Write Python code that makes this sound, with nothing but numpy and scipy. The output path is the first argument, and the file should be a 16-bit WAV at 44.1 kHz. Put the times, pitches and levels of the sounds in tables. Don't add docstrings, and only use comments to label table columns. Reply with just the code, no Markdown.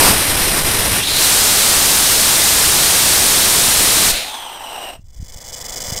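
import sys
import numpy as np
from scipy import signal
from scipy.fft import rfft, irfft
from scipy.io import wavfile
from scipy.ndimage import uniform_filter1d

SR = 44100
rng = np.random.default_rng(int(sys.argv[2]) if len(sys.argv) > 2 else 0)


def inscribe(sig):
    pcm = np.round(np.clip(np.atleast_2d(sig).T, -1, 1) * 32767)
    wavfile.write(sys.argv[1], SR, pcm.astype(np.int16))


N = 264600
TIME = np.arange(N) / SR
FREQS = np.maximum(np.arange(N // 2 + 1) * SR / N, 1)
CUTOFF_HZ = 15750
RELIGHT_S, FULL_JET_S, SHUTDOWN_S = 1.017, 1.223, 4.105


def from_db(db):
    return 10 ** (np.asarray(db) / 20)


def rms_one(x):
    return x / np.sqrt(np.mean(x ** 2) + 1e-20)


def since(s):
    return np.maximum(TIME - s, 0)


def until(s):
    return np.maximum(s - TIME, 0)


def envelope(full_s, end_s, db, rise_db_per_s, fall_db_per_s):
    level_db = db - rise_db_per_s * until(full_s) - fall_db_per_s * since(end_s)
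    return from_db(np.maximum(level_db, -200))


def noise(top_hz, order=2):
    rolloff = np.sqrt(1 + (FREQS / top_hz) ** (2 * order))
    return rms_one(irfft(rfft(rng.standard_normal(N)) / rolloff, N))


def colour(x, tone):
    hz, db = np.transpose(tone)
    return irfft(rfft(x) * from_db(np.interp(np.log(FREQS), np.log(hz), db)), N)


def bumps(x, bands):
    db = sum(height / (1 + (2 * (FREQS - hz) / width) ** 2) for hz, width, height in bands)
    return irfft(rfft(x) * from_db(db), N)


def resonate(x, hz, width_hz, block=256):
    hz = np.broadcast_to(hz, N)
    decay = np.broadcast_to(np.exp(-np.pi * width_hz / SR), N)
    out, state = np.zeros(N), np.zeros(2)
    for i in range(0, N, block):
        poles = [1, -2 * decay[i] * np.cos(2 * np.pi * hz[i] / SR), decay[i] ** 2]
        out[i:i + block], state = signal.lfilter([1, 0, -1], poles, x[i:i + block], zi=state)
    return out * (1 - decay * decay) / 2


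def scatter(x, longest_s, feedback, count=5):
    for lag in np.maximum(rng.uniform(longest_s / 8, longest_s, count) * SR, 1).astype(int):
        loop = np.r_[1, np.zeros(lag - 1), feedback * rng.choice([-1, 1])]
        x = signal.lfilter(loop[::-1], loop, x + 1e-18)
    return x


def wind(draught_db=-49.5, breeze_db=-39.5, breeze_from_s=5.0, rise_db_per_s=85, gust_s=0.046):
    # (frequency [Hz], level [dB])
    rumble_tone = [(15, 8), (45, 3), (100, -4), (170, -18), (300, -30), (1000, -63)]
    # (time [s], level [dB], frequency [Hz])
    buffets = [(4.135, -21, 22), (4.995, -31, 80), (5.06, -31, 22), (5.203, -20, 55.2), (5.228, -23, 91),
               (5.362, -29, 60), (5.887, -25, 79.7), (5.925, -17.5, 85)]
    draught = from_db(draught_db) * (TIME > SHUTDOWN_S)
    breeze = from_db(breeze_db - rise_db_per_s * until(breeze_from_s))
    power = draught ** 2 + breeze ** 2
    pushes = np.zeros(N)
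    for s, db, hz in buffets:
        phase = 2 * np.pi * hz * (TIME - s)
        pushes -= from_db(db) * 2 * phase / (1 + phase ** 2 / 2) ** 2
        gust = from_db(db - 12.5) * np.exp(-((TIME - s) / gust_s) ** 2)
        power += gust ** 2
    rumble = rms_one(colour(rng.standard_normal(N), rumble_tone))
    return pushes + np.sqrt(power) * rumble


def spark_times(start_s, spark_hz=498, period_s=.0399, length_s=0.03, jitter_s=.0016):
    beats = np.arange(start_s, N / SR, period_s)
    slips = jitter_s * rng.standard_normal(size=(64, 2))
    bursts = [np.arange(s + start_slip, s + length_s + end_slip, 1 / spark_hz)
              for s, (start_slip, end_slip) in zip(beats, slips)]
    return np.concatenate(bursts)


def igniter(start_s=4.962, swell_s=0.36, uneven_db=3.0, misfire_chance=.04):
    # (frequency [Hz], level [dB])
    spark_tone = [(300, -25), (520, -1), (1500, -24.5), (2200, -5.5), (2600, -31), (3200, -8), (4100, -11),
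                  (4900, -0.5), (6950, 1), (8200, -4), (10400, -12.5), (12500, -15), (14500, -9),
                  (15700, -10)]
    # (frequency [Hz], width [Hz], level [dB])
    housing_peaks = [(3030, 150, 12), (3400, 88, 15), (5000, 270, 3.5), (7270, 110, -11), (7520, 240, 5),
                     (9020, 250, 4), (13000, 250, 7), (14520, 250, 1)]
    # (frequency [Hz], level [dB])
    yard_tone = [(30, -6), (200, -2), (340, -6), (700, -0.5), (1400, -11), (2150, -4.5), (2600, -17),
                 (5000, -16), (10000, -17), (15000, -28.5)]
    at = np.clip(np.round(spark_times(start_s) * SR).astype(int), 0, N - 1)
    strength = from_db(uneven_db * rng.standard_normal(N)) * (rng.random(N) > misfire_chance)
    snaps = np.zeros(N)
    snaps[at] = strength[at]
    sparks = scatter(rms_one(snaps), longest_s=.00035, feedback=0.5)
    sizzle, echo = (-2, 0.005), (-12, 0.047)  # (level against the snaps [dB], time to fade 60 dB [s])
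    for db, fade_s in sizzle, echo:
        tail = signal.lfilter([1], [1, -from_db(-60 / (fade_s * SR))], snaps + 1e-18)
        sparks += from_db(db) * rms_one(tail * rng.standard_normal(N))
    buzz = bumps(colour(sparks, spark_tone), housing_peaks)
    buzz /= np.std(buzz[at[0]:])
    hiss = rms_one(colour(rng.standard_normal(N), yard_tone))
    swell = from_db(-20 - 49.5 * np.exp(-since(start_s) / swell_s))
    return swell * (from_db(-2.5) * buzz + from_db(-11) * hiss)


def gas_flow(purge_end_s=4.95, fall_db_per_s=402):
    # (full at [s], fading from [s], level [dB], rise [dB/s], fall [dB/s])
    blows = [(1.058, 1.17, -17.5, 130, 81), (4.14, 4.176, -21, 90, 52), (4.348, 4.906, -32, 60, 193),
             (4.72, 4.8, -31, 88, 48)]
    flow = np.sqrt(sum(envelope(*blow) ** 2 for blow in blows))
    return flow * from_db(-fall_db_per_s * since(purge_end_s))


def chamber(cool_hz=2790, hot_hz=4100, warm_up_s=0.03, cool_delay_s=.11, cool_down_s=.2):
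    # (distance above the first [Hz], width [Hz], level [dB])
    chamber_modes = [(0, 240, 2), (2800, 270, -10), (5480, 380, -8)]
    # (frequency [Hz], width [Hz], level [dB])
    nozzle_modes = [(240, 220, -12), (1700, 700, -14), (3900, 330, -12), (5050, 250, -17), (7700, 450, -15),
                    (8400, 500, -14), (9850, 700, -16), (12150, 600, -18), (13650, 500, -14)]
    # (time [s], pitch [Hz])
    throat_note = [(4.17, 634), (4.36, 895), (4.72, 800), (4.97, 650)]
    warmed = 1 - np.exp(-since(RELIGHT_S) / warm_up_s)
    cooled = 1 - np.exp(-since(SHUTDOWN_S + cool_delay_s) / cool_down_s)
    first_hz = cool_hz + (hot_hz - cool_hz) * warmed * (1 - cooled)
    first_hz *= 1 + .018 * noise(25)
    blur = 1 + 1.9 * (1 - cooled) ** 2
    modes = [(first_hz + above, width * blur, db) for above, width, db in chamber_modes]
    rasp_db = np.where(TIME < SHUTDOWN_S, -7.5, 1 - 21 * cooled)
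    rasp = (2400, 1800, rasp_db)
    throat_hz = np.interp(TIME, *np.transpose(throat_note))
    purge = rng.standard_normal(N) * (TIME > SHUTDOWN_S)
    ringing = from_db(1 + 5 * cooled) * resonate(purge, throat_hz, width_hz=180)
    for hz, width, db in [*modes, *nozzle_modes, rasp]:
        band = resonate(rng.standard_normal(N), hz, width)
        ringing += from_db(db) * resonate(band, hz, 3 * width)
    ringing /= np.sqrt(uniform_filter1d(ringing ** 2, size=8000))
    flutter = from_db(1.2 * noise(45))
    return gas_flow() * ringing * flutter


def exhaust(tone, drive, lean, surge, surge_hz, flutter_db):
    hiss = noise(CUTOFF_HZ, order=8) * from_db(flutter_db * noise(60))
    pressure = hiss + surge * noise(surge_hz)
    squashed = np.tanh(drive * pressure + lean)
    return rms_one(colour(squashed - squashed.mean(), tone))


def blast(level_db=-8.5, hold_s=0.099, fall_db_per_s=225):
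    # (frequency [Hz], level [dB])
    blast_tone = [(30, -1.5), (250, -0.5), (700, -0.5), (950, 2), (1300, -4), (4400, -5.5), (5000, -2),
                  (5400, -5.5), (7200, -8.5), (9300, 0.5), (11700, -6.5), (12600, -3), (14500, -14.5),
                  (15700, -20)]
    roar = exhaust(blast_tone, drive=2.1, lean=.15, surge=0.14, surge_hz=200, flutter_db=4.0)
    return from_db(level_db - fall_db_per_s * since(hold_s)) * roar


def low_flame(rise_db_per_s=148, fall_db_per_s=218):
    # (frequency [Hz], level [dB])
    flame_tone = [(25, -1.5), (120, -3), (400, -1.5), (1400, -4), (1900, -2.5), (4000, -5.5), (5700, -5.5),
                  (6300, -9), (7300, -9), (8500, -3.5), (9800, -3), (12400, -8), (14000, -11.5),
                  (15700, -22)]
    # (frequency [Hz], width [Hz], level [dB])
    stand_peaks = [(3980, 320, 2.5), (4470, 200, -2), (5170, 250, 4), (5340, 220, -5), (5660, 240, 2),
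                   (9700, 470, 5.5), (12300, 620, 6)]
    # (full at [s], fading from [s], level [dB])
    burns = [(.13, 0.992, -14.5), (1.09, 1.2, -20)]
    roar = exhaust(flame_tone, drive=0.83, lean=0.56, surge=0.22, surge_hz=132, flutter_db=1.7)
    power = sum(envelope(*burn, rise_db_per_s, fall_db_per_s) ** 2 for burn in burns)
    return np.sqrt(power) * rms_one(bumps(roar, stand_peaks))


def jet(valve_drop_db=6.5, valve_travel_s=0.022):
    # (frequency [Hz], level [dB])
    jet_tone = [(25, -6), (200, -4.5), (2600, -4.5), (4000, -1), (5000, -1.5), (7000, -2.5), (8500, 0),
                (10000, 0.5), (12200, -3), (13500, -6), (15700, -13.5)]
    hiss = exhaust(jet_tone, drive=0.37, lean=0.066, surge=0.098, surge_hz=90, flutter_db=0.17)
    closed = np.minimum(since(SHUTDOWN_S) / valve_travel_s, 1)
    volume = envelope(FULL_JET_S, SHUTDOWN_S, db=-11, rise_db_per_s=107, fall_db_per_s=96)
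    return from_db(-valve_drop_db * closed) * volume * hiss


def scene():
    mono = blast() + low_flame() + jet() + chamber() + igniter() + wind()
    return np.array([mono, mono])


def record(dry):
    # (frequency [Hz], width [Hz], level [dB])
    port_dips = [(11010, 650, -12.5), (4680, 150, -1.5)]
    clipped = np.clip(bumps(dry, port_dips), -.9, .9)
    return irfft(rfft(clipped) / np.sqrt(1 + (FREQS / CUTOFF_HZ) ** 400), N)


dry = scene()
out = record(dry)
inscribe(out)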